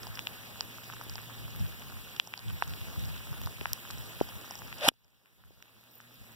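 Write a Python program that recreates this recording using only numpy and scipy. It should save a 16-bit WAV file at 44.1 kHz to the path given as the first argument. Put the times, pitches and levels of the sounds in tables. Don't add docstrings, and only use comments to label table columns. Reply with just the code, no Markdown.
import sys
import numpy as np
from scipy import signal
from scipy.fft import rfft, irfft, next_fast_len
from scipy.io import wavfile
from scipy.ndimage import uniform_filter1d, map_coordinates

SR = 44100
rng = np.random.default_rng(int(sys.argv[2]) if len(sys.argv) > 2 else 0)


def to_wav(s):
    ch = np.atleast_2d(s).T
    pcm = np.round(np.clip(ch, -1, 1) * 32767)
    wavfile.write(sys.argv[1], SR, pcm.astype(np.int16))


def makeup_ratio(level_db):
    decades = np.asarray(level_db, float) / 20
    return 10 ** decades


N = 280035

TURF_S, BALL_S = 4.8829, 4.8870
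# (frequency [Hz], level [dB])
RUSH_COLOUR = [(300, -2), (600, 2), (1200, 3), (3000, 6.5), (5500, -3.5), (7500, -12.5), (10000, -6),
               (15000, -15.5)]


def unit(x):
    return x / np.sqrt(np.mean(x ** 2) + 1e-20)


def along(points, hz):
    f, *cols = np.transpose(points)
    return np.array([np.interp(np.log(hz + 1), np.log(f + 1), c) for c in cols])


def curves(rows):
    s, *cols = np.transpose(rows)
    return [np.interp(np.arange(N) / SR, s, c) for c in cols]


def wobble(rate):
    knots = rng.standard_normal(int(N * rate / SR) + 4)
    return map_coordinates(knots, [np.arange(N) * rate / SR])


def filtered(x, response):
    m = next_fast_len(N + 8192)
    return irfft(rfft(x, m) * response(np.fft.rfftfreq(m, 1 / SR)), m)[..., :N]


def ports(pan_db):
    return makeup_ratio([np.minimum(pan_db, 0), np.minimum(-pan_db, 0)])


def strike(turf_db=-19, ball_db=-2, thud_db=-20, spray_db=-12):
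    # (frequency [Hz], level [dB], t60 [s])
    face_modes = [(300, -20, 0.044), (890, -15.5, 0.0015), (1700, -11, 0.0022), (2300, -10, .002),
                  (3156, .4, 0.005), (5331, -11, 0.0039), (7130, -9.5, 0.0017), (9214, -7.5, 0.0025),
                  (12001, -14, 0.0016)]
    t = np.arange(N) / SR
    since_ball = np.clip(t - BALL_S, 0, 1)
    since_thud = np.clip(t - TURF_S + .003, 0, 1)
    thud = makeup_ratio(thud_db - 60 * since_thud / 0.099) * np.sin(2 * np.pi * 250 * since_thud)

    grit = rng.standard_normal((2, 2, N))
    skid_gain = makeup_ratio(turf_db) * (t > TURF_S) * makeup_ratio(-60 * since_ball / 0.0061)
    skid = skid_gain * unit(signal.lfilter([1], [1, -.45], grit[0]))

    soil = unit(filtered(grit[1], lambda hz: makeup_ratio(along(RUSH_COLOUR, hz))))
    spray = makeup_ratio(spray_db - 60 * since_ball / .036) * (1 - np.exp(-since_ball / 0.00075)) * soil

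    ring = sum(makeup_ratio(db - 60 * since_ball / t60) * np.sin(2 * np.pi * hz * since_ball)
               for hz, db, t60 in face_modes)
    return thud + (skid + spray + makeup_ratio(ball_db) * ring) * ports(-7)[:, None]


def swing():
    # (time [s], shaft whistle level [dB], whistle frequency [Hz], head rush level [dB],
    # lift of the rush above 6.5 kHz [dB])
    downswing = [(4.775, -58.5, 522, -49.5, -6), (4.805, -58, 560, -49, -6), (4.822, -44, 620, -41, -10),
                 (4.834, -39, 560, -34, -9), (4.845, -35, 620, -34, 1), (4.858, -35, 610, -33, 1),
                 (4.865, -41, 760, -32, 0), (4.872, -37, 900, -32, 0), (4.880, -38, 700, -31, 0)]
    whistle_db, hz, rush_db, treble_db = curves(downswing)
    t = np.arange(N) / SR
    gate = np.clip((t - 4.76) / 0.04, 0, 1) * np.clip((TURF_S + .003 - t) / .003, 0, 1)
    phase = 2 * np.pi * np.cumsum(hz) / SR
    whistle = unit((1.1 + wobble(330)) * np.sin(phase) + wobble(250) * np.cos(phase))
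    rush = unit(filtered(rng.standard_normal((2, N)), lambda f: makeup_ratio(along(RUSH_COLOUR, f))))
    treble = signal.lfilter(*signal.butter(1, 6500, "high", fs=SR), rush)
    return gate * (makeup_ratio(whistle_db) * whistle + makeup_ratio(rush_db) * (rush + (makeup_ratio(treble_db) - 1) * treble))


def ticks(rows, cycles=3.17, longer=.46, sag=0.21, rise=2.6, splash_t60=0.0014):
    # (frequency [Hz], level [dB], t60 [s])
    shell_modes = [(880, 0, .0067), (1500, -8, .004), (2900, -6, .004), (5500, -9, .004), (8300, -17, .003)]
    # (frequency [Hz], level [dB])
    splash_colour = [(500, -12), (2000, -5), (5500, -2), (8000, -10), (10500, -4), (13500, 8.5), (16000, 4)]
    # begins at [Hz], full at [Hz], added t60 [s]
    stiff_spot = (3000, 5000, .0022)
    knock_at_15_db, knock_trade = -14.5, 1.3
    soft_db = 6

    out, t = np.zeros((2, N + 512)), np.arange(512) / SR
    shell_hz, shell_db, shell_t60 = np.transpose(shell_modes)
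    modes = np.sin(2 * np.pi * np.outer(shell_hz, t)) * makeup_ratio(-60 * t / shell_t60[:, None])
    modes = modes * (1 - np.exp(-t / 0.00036))
    colour = makeup_ratio(along(splash_colour, np.fft.rfftfreq(512, 1 / SR))[0])
    sprays = irfft(rfft(rng.standard_normal((len(rows), 2, 512))) * colour) * (1 - np.exp(-t / 0.00062))
    fade = np.clip((512 - np.arange(512)) / 128, 0, 1)

    for (s, db, pan_db, hz, splash_db), spray in zip(rows, sprays):
        softness_db = soft_db * np.log2(np.maximum(shell_hz / hz, 1))
        knock_db = knock_at_15_db - knock_trade * (splash_db + 15) + shell_db - softness_db
        short = cycles * (hz / 1000) ** longer / hz
        t60 = short + np.interp(hz, stiff_spot[:2], [0, stiff_spot[2]])
        bend = 1 + sag * short / t60 * (1 - 2 * t / (t + t60 / 4))
        phase = 2 * np.pi * hz * np.cumsum(bend) / SR
        ring = -np.sin(phase) * makeup_ratio(-60 * t / t60) * (1 - np.exp(-rise * t * hz))
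        click = np.sqrt(short / t60) * ring / np.abs(ring).max()
        splash = spray * makeup_ratio(splash_db - 60 * t / splash_t60)
        tick = fade * (click + makeup_ratio(knock_db) @ modes) + splash
        out[:, round(s * SR):][:, :512] += makeup_ratio(db) * ports(pan_db)[:, None] * tick
    return out[:, :N]


def drops(faint_db=-44, spread_db=1.3, centre_hz=3300):
    # (time [s], level [dB], first minus second port [dB], ring [Hz], splash against the tick [dB])
    loud_drops = [(0.0319, -29, -8, 4754, -12), (0.0335, -35, 10, 1800, -12),
                  (0.0692, -26, -10, 4750, -25.5), (0.1542, -29, -9, 5300, -8),
                  (0.1739, -28, 11.5, 1920, 3), (0.1858, -37, 10, 1200, -15),
                  (0.1923, -19, -33, 2500, -14.5), (0.1921, -22, -33, 5200, -10),
                  (0.2709, -14.5, 25.5, 2680, -13.5), (0.4353, -36.5, 11.5, 1960, -11.5),
                  (0.6078, -10.5, -23.5, 4700, -14.5), (0.6079, -27, -15, 1700, -10),
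                  (0.6946, -38.5, 5, 10600, 2), (0.7836, -38, 7.5, 1300, -14.5),
                  (0.8999, -29.5, 14.5, 1440, -22), (0.9241, -34, 7.5, 3000, -1.5),
                  (0.9359, -31.5, -19, 1340, -24.5), (1.0124, -27.5, -29, 1140, -5.5),
                  (1.0384, -27, -6.5, 12980, 3.5), (1.066, -36, 10.5, 300, -15.5),
                  (1.0964, -23, -11, 4860, -15.5), (1.1375, -32.5, -14.5, 5360, -6),
                  (1.1558, -21, -10, 4570, -19.5), (1.1813, -28.5, -19.5, 1960, -13.5),
                  (1.5609, -35, 26.5, 1950, 19), (2.1637, -35.5, -15, 6600, -4),
                  (2.1985, -7, 10.5, 2680, -8), (2.2739, -24, -8, 5560, -22.5),
                  (2.3383, -16, 22, 2140, -15.5), (2.3766, -20, -12, 4400, -15),
                  (2.3922, -25, -17, 4140, -14), (2.4829, -28.5, -15, 3290, -11.5),
                  (2.5001, -30.5, -9.5, 2910, 4.5), (2.5297, -26, -8.5, 13700, 3),
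                  (2.6232, -13.5, -25, 1700, -29), (2.6371, -27, -12, 3620, -4),
                  (2.678, -29, -17.5, 6150, -11), (2.7366, -29, -12.5, 2600, -9),
                  (2.9944, -32, -16, 5460, -14), (3.0502, -28.5, -16, 3980, 9),
                  (3.0555, -32, -12, 5400, -15), (3.3278, -36, -12, 5300, -10),
                  (3.4345, -34, -12, 5900, -12), (3.445, -33, 8, 12000, -5), (3.4715, -33, -12, 5200, -15),
                  (3.9833, -31, -12, 5600, -5), (1.5968, -34, -8, 5400, 0), (1.8205, -34, 10, 2200, -10),
                  (0.558, -38, 10, 1200, -10), (0.967, -34, -10, 1700, -12), (3.143, -33.5, -7, 2630, -7.5),
                  (3.4602, -26, 21, 4430, 11), (3.4725, -26, -11.5, 1030, -21),
                  (3.6111, -23.5, 19.5, 2340, -15), (3.6135, -29.5, 16.5, 300, -17),
                  (3.6566, -16, 27.5, 1700, -25), (3.6694, -33.5, 11.5, 1900, -15),
                  (3.7321, -16.5, -6.5, 5500, 20), (3.9081, -23.5, -13.5, 4140, 6.5),
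                  (4.2036, -29, 12.5, 2300, -12), (4.2121, -9, 18, 350, -24.5),
                  (4.2893, -30.5, -10.5, 5070, -22), (4.5093, -23, -8.6, 5400, -22),
                  (4.5544, -25, -11.5, 5340, -20.5), (4.5905, -28.5, -19, 5700, 7),
                  (4.6193, -32, 16.5, 1550, -25), (4.7273, -25.5, 22, 2100, -18),
                  (4.7835, -31.5, -9, 5340, -17.5), (4.81, -26, -12, 3400, -18),
                  (4.9161, -23.5, 18, 350, -20.5), (4.9388, -30, -13.5, 5000, -24),
                  (5.0454, -26, -14, 5320, -17), (5.2586, -27, 15, 2170, 9.5), (5.4382, -29, -6.5, 1500, 2),
                  (5.5067, -29.5, 11.5, 350, -17), (5.6252, -19, -15, 2077, 9.5),
                  (5.8112, -24, 12, 14300, -1.5), (5.48, -30, -8, 14300, -5), (6.0105, -33, -12, 5500, -15),
                  (6.142, -27, -8, 14000, -3), (6.32, -35, -10, 8000, -10), (6.0026, -26, 15, 1680, -18),
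                  (0.7764, -37, -12, 6120, -15), (0.8418, -37, -12, 5600, -15),
                  (0.9381, -33, -12, 5600, -15), (0.9446, -37, -12, 5430, -15),
                  (1.0128, -34, -12, 5600, -15), (1.188, -36, 12, 1500, -15), (1.2165, -35, -12, 7800, -15),
                  (1.2972, -36, 12, 1030, -15), (1.4798, -39, 12, 990, -15), (1.5068, -37, -12, 5340, -15),
                  (1.6644, -34, 12, 3360, -15), (1.7971, -35, -12, 5730, -15), (2.0909, -35, 12, 2890, -15),
                  (2.505, -36, 12, 1160, -15), (2.7055, -34, -12, 3700, -15), (2.8148, -31, 12, 2670, -15),
                  (2.9605, -38, 12, 1200, -15), (3.0383, -34, 12, 3270, -15), (3.1635, -37, 12, 1590, -15),
                  (3.179, -35, -12, 3900, -10), (3.2708, -38, -12, 1250, -15), (3.329, -35, -12, 1290, -15),
                  (3.4274, -34, -12, 14690, -15), (3.8519, -35, -12, 1460, -15),
                  (3.9033, -32, 12, 1420, -15), (3.9298, -34, -12, 14210, -15),
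                  (4.0395, -38, -12, 5510, -15), (4.2171, -34, -12, 5600, -15),
                  (4.3423, -37, -12, 9500, -15), (4.4132, -37, -12, 5430, -15),
                  (4.4446, -39, 12, 1300, -15), (4.4586, -36, -12, 5340, -15),
                  (4.5783, -35, -12, 5770, -15), (4.6741, -37, -12, 5510, -10),
                  (5.0372, -37, -12, 5250, -15), (5.104, -38, 5, 5500, 0), (5.4488, -36, 12, 1800, -15),
                  (5.6035, -36, 12, 1300, -10), (5.6249, -23, -12, 5700, -15), (5.657, -36, -12, 3100, -15),
                  (5.8324, -38, 12, 1380, -15), (5.9113, -38, -12, 5500, -15),
                  (6.0405, -37, -12, 3200, -15)]
    u = rng.random((420, 5))
    db = faint_db - spread_db * np.log(u[:, 1] + 0.044)
    hz = centre_hz * np.exp(2.2 * (u[:, 3] - .5))
    faint = np.c_[u[:, 0] * N / SR, db, 30 * (u[:, 2] - .5), hz, -4 - 16 * u[:, 4]]
    return ticks(loud_drops) + ticks(faint)


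def fizz():
    # (middle [s], time to fade 20 dB either side [s], level [dB], frequency [Hz], width [Hz])
    sputters = [(.0335, .004, -42, 5500, 1200), (.1555, .005, -43, 5600, 1200),
                (.926, .005, -42, 2000, 1500), (2.165, .005, -39, 3000, 2000),
                (3.9095, .007, -37, 4500, 4000), (5.918, .015, -47, 14300, 500),
                (5.938, .01, -46, 14300, 500), (5.955, .013, -39, 14500, 300),
                (5.983, .025, -46, 14400, 400)]
    out, t = np.zeros(N + 4096), (np.arange(4096) - 2048) / SR
    f = np.fft.rfftfreq(4096, 1 / SR)
    for (s, fade, db, hz, width), noise in zip(sputters, rng.standard_normal((len(sputters), 4096))):
        narrow = unit(irfft(rfft(noise) / (1 + ((f - hz) / width) ** 2)))
        out[round(s * SR):][:4096] += makeup_ratio(db - 20 * np.abs(t) / fade) * narrow
    return out[2048:N + 2048] * ports(-8)[:, None]


def rain(level_db=-48.5, patchy_db=2.0, patter=0.25, spread_db=5):
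    # (frequency [Hz], first port [dB], second port [dB])
    rain_colour = [(350, 5.5, 6.0), (700, 1.2, 1.8), (1200, -.8, .8), (1800, 0.3, 2.8), (2700, 0.1, 4.5),
                   (3800, -2.9, 2.3), (5000, -5.8, -2.4), (6200, -8.5, -6.6), (8200, -11.1, -7.6),
                   (10500, -9.7, -6.6), (12700, -5.9, -1.6), (15000, -3.8, 0.6)]
    # (frequency [Hz], coherence [0-1])
    likeness = [(250, 0.8), (600, 0.2), (1200, 0), (2500, .05)]
    z = signal.stft(rng.standard_normal((2, N)), nperseg=256)[2]
    field = uniform_filter1d(uniform_filter1d(rng.standard_normal(z.shape[1:]), 5, 0), 12, 1)
    hiss = signal.istft(z * makeup_ratio(patchy_db * unit(field)), nperseg=256)[1][:, :N]

    draw = rng.random((3, 2, N))
    falls = draw[0] < 400 / SR
    clicks = falls * np.sign(draw[1] - .5) * makeup_ratio(-spread_db * np.log(draw[2] + 1e-3))
    a, b = unit(hiss) + patter * unit(clicks)

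    turn = lambda hz: np.arccos(np.clip(along(likeness, hz)[0], 0, 1)) / 2
    shared = filtered(a, lambda hz: np.cos(turn(hz)))
    own = filtered(b, lambda hz: np.sin(turn(hz)))
    low_cut = lambda hz: hz ** 2 / (hz ** 2 + 90 ** 2)
    pair = filtered(np.array([shared + own, shared - own]),
                    lambda hz: makeup_ratio(along(rain_colour, hz)) * low_cut(hz))
    return makeup_ratio(level_db + 0.74 * wobble(1.7)) * unit(pair)


def puffs(breeze_db=-59, wander_db=3):
    # (time [s], peak level [dB], time to fade 20 dB either side [s])
    wind_puffs = [(0.079, -50, 0.23), (1.11, -49.5, .2), (1.45, -47.5, 0.0846), (1.615, -35, 0.0967),
                  (1.95, -48, 0.17), (2.465, -42, .05), (2.497, -36, 0.06), (2.545, -45, .04),
                  (2.685, -43, .07), (2.725, -44, .07), (2.825, -45, .04), (2.885, -44, .05),
                  (2.982, -36, .025), (3.04, -35, 0.09), (3.14, -43, .08), (3.315, -41, 0.05),
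                  (3.41, -41, .05), (3.458, -38, 0.06), (3.6, -45, 0.1), (3.72, -45, 0.04),
                  (3.98, -43.5, 0.13), (4.22, -43.5, 0.07), (4.36, -45.5, 0.0361), (4.65, -49, .1),
                  (5.05, -48, 0.25), (5.46, -44, 0.14), (6.22, -46.5, 0.07)]
    t = np.arange(N) / SR
    peaks = sum(makeup_ratio(db - 20 * np.abs(t - s) / fade) for s, db, fade in wind_puffs)
    return 20 * np.log10(peaks + makeup_ratio(breeze_db + wander_db * wobble(13)))


def wind(gust_db=-40, alike=0.28):
    # (frequency [Hz], calm [dB], gust [dB])
    buffet_colour = [(15, -36.5, -44.5), (30, -15, -25.5), (45, -7, -14.5), (67, 5, -4.5),
                     (92.5, -1.5, 2.5), (143.7, -11.5, -0.5), (205.4, -21, -10.5), (303, -33.5, -25.5),
                     (500, -51, -48)]
    level_db = puffs()
    noise = rng.standard_normal((2, 3, N))
    noise = noise[:, :2] + alike * noise[:, 2:]
    calm, gust = filtered(noise, lambda hz: makeup_ratio(along(buffet_colour, hz))[:, None])
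    calm, gust = (v / np.sqrt(abs(uniform_filter1d(unit(v) ** 2, 1500)) + .3) for v in (calm, gust))
    lumps = makeup_ratio(1.5 * wobble(26) + 1.1 * np.array([wobble(9), wobble(9)]))
    brighter = np.clip(makeup_ratio(0.39 * (level_db - gust_db)), 0, 1.5)
    buffeting = unit(calm) + brighter * unit(gust)
    return makeup_ratio(level_db) * unit(lumps) * buffeting * ports(3)[:, None]


def hum(hz=116.1, rumble_db=-54):
    # (time [s], tone level [dB], octave against the tone [dB])
    motor = [(0.0, -49.5, -19), (0.8, -50, -19), (1.4, -46.5, -20), (1.6, -53, -18), (2.5, -57, -16),
             (3.2, -57, -16), (3.5, -55, -16), (4.4, -57, -16), (5.5, -58, -14), (5.95, -49.5, -12),
             (6.35, -48.5, -12)]
    # (frequency [Hz], level [dB])
    rumble_colour = [(30, -40), (60, -10), (90, 2), (170, 1), (260, -5), (400, -34)]
    phase = 2 * np.pi * np.cumsum(hz + 2.5 * wobble(8)) / SR
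    flutter_db = 1.8 * wobble(9)
    tone_db, octave_db = curves(motor)
    both = np.sin(phase) + makeup_ratio(octave_db) * np.sin(2 * phase)
    tone = makeup_ratio(tone_db + flutter_db) * np.sqrt(2) * both
    rumble = unit(filtered(rng.standard_normal(N), lambda f: makeup_ratio(along(rumble_colour, f)[0])))
    return tone + makeup_ratio(rumble_db) * rumble


def scene():
    return strike() + swing() + drops() + fizz() + rain() + wind() + hum()


def widened(pair):
    # (frequency [Hz], share of
    crosstalk = [(100, .86, 0), (2200, .93, .14), (4400, .8, .13), (6600, .92, .06), (8800, .9, .03),
                 (11000, .76, .02), (13200, .62, .1), (15400, .55, 0)]
    lag_s = 20 / SR

    def late(hz):
        share, extra_lag = along(crosstalk, hz)
        return np.clip(share, 0, 1) * np.exp(-1j * (2 * np.pi * hz * lag_s + extra_lag))

    return pair - filtered(pair[::-1], late)


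def gain_control(x, knee_db=-13.0, slope=3.23, deepest_db=28, release_db=13, attack=0.0027):
    sharp = signal.lfilter(*signal.butter(2, 900, "high", fs=SR), x)
    power = signal.lfilter(np.ones(28) / 28, 1, np.max(sharp ** 2, 0))
    level = 10 * np.log10(power + 1e-12)
    climb = release_db * np.arange(N) / SR
    wanted = np.minimum(slope * (level - knee_db), deepest_db)
    cut = np.maximum(np.maximum.accumulate(wanted + climb) - climb, 0)
    keep = np.exp(-1 / (max(attack, 1e-4) * SR))
    lagging = signal.lfilter([(1 - keep) ** 2], [1, -2 * keep, keep ** 2], cut)
    return x * makeup_ratio(-lagging)


def low_pass(x):
    return signal.sosfilt(signal.butter(12, 16580, fs=SR, output="sos"), x)


def record(dry):
    top_hz = 15770
    held = np.clip(gain_control(widened(dry)), -.97, .97)
    held = filtered(held, lambda hz: 1 / (1 + (hz / top_hz) ** 500))
    held = signal.lfilter(*signal.butter(2, 28, "high", fs=SR), held)
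    return low_pass(held)


dry = scene()
out = record(dry)
to_wav(out)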